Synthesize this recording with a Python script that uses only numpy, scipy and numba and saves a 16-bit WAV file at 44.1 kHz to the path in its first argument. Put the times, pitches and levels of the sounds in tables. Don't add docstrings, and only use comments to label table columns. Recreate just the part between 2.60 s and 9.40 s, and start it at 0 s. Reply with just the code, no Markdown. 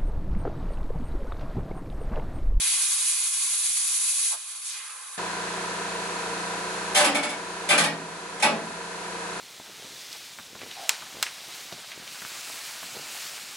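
import sys
import numpy as np
from scipy import signal
from scipy.fft import rfft, irfft
from scipy.io import wavfile
from scipy.ndimage import uniform_filter1d
from numba import njit

SR = 44100
rng = np.random.default_rng(int(sys.argv[2]) if len(sys.argv) > 2 else 0)


def unload_audio(sound):
    columns = np.transpose(np.atleast_2d(sound))
    steps = np.round(np.clip(columns, -1, 1) * 32767)
    wavfile.write(sys.argv[1], SR, steps.astype(np.int16))


N = 299880
TIME = np.arange(N) / SR

# [f/Hz, side-over-mid level/dB]
STEREO_WIDTH = [(60, -13), (190, -15), (350, -12), (630, -8), (1130, -4), (2020, -4), (3640, -1.5),
                (6540, 0)]
# [t/s, level/dB]
CUT_LEVEL = [(0.0, -27), (0.142, -26.5), (0.184, -28), (1.154, -28.5), (1.174, -26.5), (1.288, -28.5),
             (1.7, -28)]
# [f/Hz, relative level/dB]
HISS_SPECTRUM = [(1500, -60), (3500, -9.5), (5500, -2), (7300, 1), (9200, 2), (10000, 5), (10800, 7),
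                 (12000, -12)]
# [f/Hz, relative level/dB]
RUSH_SPECTRUM = [(150, -75), (330, -59), (700, -17), (1200, -13), (2200, -0.5), (3500, 2), (4600, -1),
                 (6500, -6), (11000, -33)]
# [f/Hz, nominal width/Hz, relative level/dB]
BOX_SECTION = [(174, 7.8, -11), (530, 79, -1.5), (1128, 98, 6.5), (1340, 450, 5.5)]
# [f/Hz, relative level/dB]
CASING_SPECTRUM = [(30, -32), (130, -21.5), (250, -17), (330, -6), (480, -27), (590, -47), (720, -4.5),
                   (900, -10), (1600, -9.5), (2000, -12.5), (2600, -14.5), (3000, -17.5), (4300, -16),
                   (5300, -21.5), (6300, -19), (9000, -23.5), (11000, -22)]
# [f/Hz, width of the sharper pass/Hz, relative level/dB]
TANK_AND_GUARD = [(375, 18.4, 13), (471, 123, 10), (677, 26, 9.5)]
# [multiple of the shaft speed, level/dB]
HUM_LINES = [(2, -64), (4, -64), (6, -47), (7, -52), (16, -45.5), (22, -49.5), (44, -49.5), (47, -51.5),
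             (48, -47.5), (53, -48.5), (56, -43.5), (60, -54.5), (72, -55), (88, -53.5), (93, -54)]
# [t/s, graze lead/s, graze level/dB, slap level/dB, treble/dB, thud/dB,
# rattle length/s, strongest ring f/Hz]
HAND_SLAPS = [(4.356, 0.01, -13.5, 0, 8, -29, 0.098, 750), (5.099, .012, -11.5, 1, 2, -5.5, 0.043, 2390),
              (5.823, .025, -20.5, 0, 1, -7, 0.0087, 2550)]
# [t/s, level/dB, treble/dB, thud/dB, rattle length/s, strongest ring f/Hz,
# first bounce after/s, first loss per bounce/dB]
PIECE_DROPS = [(4.44, -4.5, 4.5, -21, 0.017, 260, .105, 4), (5.176, -1.5, 7.5, 5.5, .026, 1900, .059, 8),
               (5.838, -4.5, -18, 6, .024, 1174, .03, 6)]
# [f/Hz, relative level/dB, time to fall 60 dB/s]
FLOOR_MODES = [(164.6, -3.5, 0.99), (211.3, -6.5, 0.7), (284.6, -3.5, 0.76), (301.8, -10, 0.65),
               (400, -34, 0.2), (591, 7, 0.29), (596, 0.5, 0.4), (789, -3.5, 0.48), (831, 1, 0.4),
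               (857, 1.5, 0.34), (1174, 1.5, 0.26), (1520, -10, 0.35), (1570, 1.5, 0.18), (2060, -5, 0.37),
               (2387, 5.5, 0.087), (2885, -8, 0.24), (3430, -2.5, 0.23), (4770, -5, 0.15)]
# [f/Hz, relative level/dB, time to fall 60 dB/s]
FLOOR_CLASH = [(60, -33, .5), (128, -15, 0.73), (227, -1.5, 0.71), (393, -6.5, 0.77), (750, -1.5, 0.44),
               (1310, -2, 0.4), (2540, -3.5, 0.3), (3570, -8, 0.36), (5300, -13, 0.24), (8400, -12, 0.19),
               (11400, -10.5, 0.061)]

CUTTING_DB = (1.38, -10.5, -24.5)
AFTERFLOW_DB, LIFTED_DB = (-39, -47, -56.5), (-43, -53.5, -51)
PIERCED_S, PIERCE_FADE_S, PIERCE_DB = 0.1, 0.089, 2.5
KERF_OPEN_S, KERF_RUSH_DB, KERF_HOLLOW_DB = 1.15, 2.5, 5
ARC_OUT_S, ARC_FADE_S = 1.722, 0.042
LIFT_S, LIFT_TAKES_S = 2.085, 0.2
EDGE_HZ, GAP_PER_S, WIDEST_GAP = 8200, 21.6, 9.9
COMPRESSOR_FROM_S = 2.575
SHAFT_HZ, STROKE_TURN, VALVE_HZ, VALVE_WIDTH_HZ = 29.07, 0.42, 985, 44
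GRAZE_TREBLE_DB, GRAZE_RATTLE_S, GRAZE_HZ = 6, 0.0045, 3170
BOUNCE_KEEPS, LOSS_GROWS, BOUNCE_DULL_DB, REST_S = 0.78, 1.08, 0.5, 0.055
BOUNCE_RATTLE_S, BOUNCE_THUD_DB, BOUNCE_HZ = 0.01, -7, 2260
SOFTEN_DB_PER_S = 115
TOP_HZ = 11020
LEFT_RIGHT = np.array([[1], [-1]])


def amp(db):
    return 10 ** (np.asarray(db) / 20)


def unit(x):
    return x / np.sqrt(np.mean(x ** 2))


def ramp(start, length):
    return np.clip((TIME - start) / length, 0, 1)


def along(points, hz, column=1):
    points = np.array(points)
    return np.interp(np.log(hz + 1e-9), np.log(points[:, 0]), points[:, column])


def colour(x, points):
    size = x.shape[-1]
    gain = amp(along(points, np.fft.rfftfreq(size, 1 / SR)))
    return irfft(rfft(x) * gain, size)


def ring(x, hz, width):
    return signal.lfilter(*signal.iirpeak(hz, hz / width, fs=SR), x)


def spread(mid, side):
    return mid + LEFT_RIGHT * colour(side, STEREO_WIDTH)


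def noise(size=N):
    return spread(*rng.standard_normal((2, size)))


def walk(rate):
    k = int(SR / rate)
    steps = np.repeat(rng.standard_normal(N // k + 1), k)
    return 1.3 * uniform_filter1d(uniform_filter1d(steps, k), k)[:N]


def jet_levels():
    cut_db = np.interp(TIME, *np.transpose(CUT_LEVEL))
    narrow = 1 - ramp(0, KERF_OPEN_S)
    piercing = 1 - ramp(PIERCED_S, PIERCE_FADE_S)
    starting = (0, KERF_RUSH_DB * narrow + PIERCE_DB * piercing, KERF_HOLLOW_DB * narrow)
    out, lifted = ramp(ARC_OUT_S, ARC_FADE_S), ramp(LIFT_S, LIFT_TAKES_S)
    levels = []
    for cutting, extra, air, clear in zip(CUTTING_DB, starting, AFTERFLOW_DB, LIFTED_DB):
        with_arc = cut_db + cutting + extra
        air_alone = air + lifted * (clear - air)
        levels.append((1 - out) * with_arc + out * air_alone)
    return levels


def nozzle_hiss(arc, spit_db=-17):
    struck = rng.random(N) < 500 / SR
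    strength = rng.standard_normal(N) * amp(1.1 * rng.exponential(size=N))
    spits = unit(struck * strength)
    return unit(colour(noise() + amp(spit_db) * arc * spits, HISS_SPECTRUM))


def box_hollow():
    draught = noise()
    hollow = 0
    for hz, width, db in BOX_SECTION:
        hollow = hollow + amp(db) * ring(ring(draught, hz, 2 * width), hz, 2 * width)
    return unit(hollow)


def arc_puff():
    spectrum = [(60, -34), (170, -18), (300, -24), (600, 1), (1000, 7), (1600, 1), (4000, -35)]
    swell = np.exp(-((TIME - ARC_OUT_S - 0.015) / 0.028) ** 2)
    return unit(colour(noise(), spectrum)) * swell


@njit
def sweep(x, hz, damping):
    y, band, low = np.empty(len(x)), 0., 0.
    for i in range(len(x)):
        g = np.tan(np.pi * hz[i] / SR)
        v = (band + g * (x[i] - low)) / (1 + g * (g + damping))
        band, low, y[i] = 2 * v - band, low + 2 * g * v, damping * v
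    return y


def edge_tone(edge_db=-33, fall_db=2.3, swell_s=0.048, damping=1.26, lowest_hz=1080):
    gap = np.minimum(1 + GAP_PER_S * np.maximum(TIME - LIFT_S, 0), WIDEST_GAP)
    air = np.array([sweep(channel, EDGE_HZ / gap, 1. * damping) for channel in noise()])
    air = signal.sosfilt(signal.butter(4, lowest_hz, "high", fs=SR, output="sos"), air)
    swell = np.exp(-(np.minimum(TIME - LIFT_S, 0) / swell_s) ** 2)
    return air * amp(edge_db - fall_db * np.log2(gap)) * swell


def panels(x, share=0.87, decay_s=0.012):
    t = TIME[:SR // 30]
    echoes = noise(len(t)) * np.exp(-t / decay_s)
    echoes *= share / np.sqrt(np.sum(echoes ** 2) / 2)
    echoes[:, 0] += 1
    return signal.fftconvolve(x, echoes, axes=1)[:, :N] / np.sqrt(1 + share ** 2)


def torch(flutter_db=1.0, sputter_db=0.3, hollow_sputter_db=3.4, puff_db=-43, direct=0.48):
    hiss_db, rush_db, hollow_db = jet_levels()
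    arc = TIME < ARC_OUT_S
    flutter = flutter_db * walk(46.6)
    sputter = sputter_db * arc * (walk(70) + walk(400)) / np.sqrt(2)
    slow_sputter = hollow_sputter_db * arc * walk(12.62)
    hiss = nozzle_hiss(arc) * amp(hiss_db + flutter)
    rush = unit(colour(noise(), RUSH_SPECTRUM)) * amp(rush_db + flutter + sputter)
    hollow = box_hollow() * amp(hollow_db + sputter + slow_sputter)
    jet = hiss + rush + hollow + amp(puff_db) * arc_puff() + edge_tone()
    jet = jet + direct * jet.mean(axis=0)
    lean_db = -0.8 * LEFT_RIGHT
    return amp(lean_db) * panels(jet)


def shaft_clatter(turns):
    size = int(SR / SHAFT_HZ)
    lines = rfft(rng.standard_normal((2, size)))
    evened = irfft(lines / np.abs(lines) ** 0.5, size)
    one_turn = colour(spread(*evened), CASING_SPECTRUM)
    fine = signal.resample(one_turn, size * 8, axis=1)
    return unit(np.array([np.interp(turns, np.arange(len(c)) / len(c), c, period=1) for c in fine]))


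def valve_clacks(turns, rush_share=0.5):
    strokes = np.diff(np.floor(turns - STROKE_TURN), prepend=-1) * amp(0.37 * walk(30))
    clack = unit(ring(ring(strokes, VALVE_HZ, VALVE_WIDTH_HZ), VALVE_HZ, 3 * VALVE_WIDTH_HZ))
    clacks = np.array([clack, np.roll(clack, 4)])
    return clacks + rush_share * unit(ring(noise(), VALVE_HZ, 2 * VALVE_WIDTH_HZ))


def shaft_hum(turns):
    hum = 0
    for (order, db), (start, skew) in zip(HUM_LINES, rng.standard_normal((len(HUM_LINES), 2))):
        lag = LEFT_RIGHT * skew * min(order / 100, 0.6)
        level = np.sqrt(2) * amp(db + 0.93 * walk(8.3))
        hum = hum + level * np.sin(2 * np.pi * (order * turns + start) + lag)
    return hum


def compressor(clatter_db=-36.0, air_db=-35.0, tank_db=-40, valve_db=-40):
    turns = SHAFT_HZ * TIME + 0.003 * walk(5)
    clatter = amp(clatter_db) * shaft_clatter(turns)
    air = amp(air_db) * unit(colour(noise(), CASING_SPECTRUM))
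    tank = sum(amp(db) * ring(ring(noise(), hz, w), hz, 5 * w) for hz, w, db in TANK_AND_GUARD)
    valve = amp(valve_db) * valve_clacks(turns)
    return clatter + air + amp(tank_db) * unit(tank) + valve + shaft_hum(turns)


def blows():
    for s, lead, graze_db, db, treble_db, thud_db, length, hz in HAND_SLAPS:
        yield s - lead, graze_db, GRAZE_TREBLE_DB, thud_db, GRAZE_RATTLE_S, GRAZE_HZ
        yield s, db, treble_db, thud_db, length, hz
    for s, db, treble_db, thud_db, length, hz, flight, loss_db in PIECE_DROPS:
        yield s, db, treble_db, thud_db, length, hz
        while flight > REST_S:
            s, db, treble_db = s + flight, db - loss_db, treble_db - BOUNCE_DULL_DB
            yield s, db, treble_db, BOUNCE_THUD_DB, BOUNCE_RATTLE_S, BOUNCE_HZ
            loss_db *= LOSS_GROWS
            flight *= BOUNCE_KEEPS


def steel_floor(modes_db=-5, bloom_s=0.0026):
    t = TIME[:SR]

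    def life(hz, t60):
        swell = 1 - np.exp(-t * hz / 2000 / bloom_s)
        return amp(-60 * t / t60) * swell

    modes = 0
    for (hz, db, t60), (start, skew) in zip(FLOOR_MODES, rng.standard_normal((len(FLOOR_MODES), 2))):
        lag = LEFT_RIGHT * skew * min(hz / 2500, 1)
        modes = modes + amp(db) * life(hz, t60) * np.sin(2 * np.pi * (hz * t + start) + lag)
    spectrum = rfft(colour(noise(len(t)), FLOOR_CLASH))
    bins = np.fft.rfftfreq(len(t), 1 / SR)
    clash = 0
    for hz in 2. ** np.arange(5, 14, 0.5):
        band = irfft(spectrum * (bins >= hz) * (bins < hz * np.sqrt(2)), len(t))
        clash = clash + band * life(hz, along(FLOOR_CLASH, hz, 2))
    return (unit(clash) + amp(modes_db) * unit(modes)) / np.sqrt(len(t))


def slaps(level_db=21, contacts_per_s=1800, first_tap=1.33, ring_gain=2.16, ring_share=0.042, bright_hz=4000):
    force = np.zeros(N)
    t = TIME[:SR // 4]
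    push = 1. * (t == 0)
    floor = steel_floor()
    treble_filter = signal.butter(1, bright_hz, "high", fs=SR)
    for s, db, treble_db, thud_db, length, hz in blows():
        struck = rng.random(len(t)) < contacts_per_s / SR
        contacts = struck * rng.standard_normal(len(t)) * np.exp(-(t / length) ** 2)
        contacts[0] = first_tap
        contacts /= np.sqrt(np.sum(contacts ** 2))
        treble_gain = amp(treble_db - SOFTEN_DB_PER_S * t)
        contacts += (treble_gain - 1) * signal.lfilter(*treble_filter, contacts)
        contacts += ring(amp(thud_db) * push - contacts, 162, 51)
        contacts += ring_gain * ring(contacts, hz, ring_share * hz)
        start = int(s * SR)
        force[start:start + len(t)] += amp(db) * contacts
    return amp(level_db) * signal.fftconvolve(force[None], floor, axes=1)[:, :N]


def scene():
    switch = ramp(COMPRESSOR_FROM_S, 0.0047)
    left, right = switch * compressor() + slaps()
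    delayed_right = np.r_[0, 0, right[:-2]]
    return (1 - switch) * torch() + np.array([left, delayed_right])


@njit
def follow(level, attack, release):
    out, held = np.empty(len(level)), 0.
    for i in range(len(level)):
        held += (level[i] - held) * (attack if level[i] > held else release)
        out[i] = held
    return out


def record(dry, limit_db=-16.0, attack_s=0.0061, release_s=1.6, ceiling=1.0):
    power = uniform_filter1d(np.mean(dry ** 2, axis=0), SR // 100)
    level = np.sqrt(np.abs(power))
    held = follow(level, 1 / (attack_s * SR), 1 / (release_s * SR))
    controlled = dry / np.maximum(held / amp(limit_db), 1)
    rounded = ceiling * np.tanh(controlled / ceiling)
    return signal.sosfilt(signal.ellip(14, 0.1, 70, TOP_HZ, fs=SR, output="sos"), rounded)


dry = scene()
out = record(dry)
unload_audio(out)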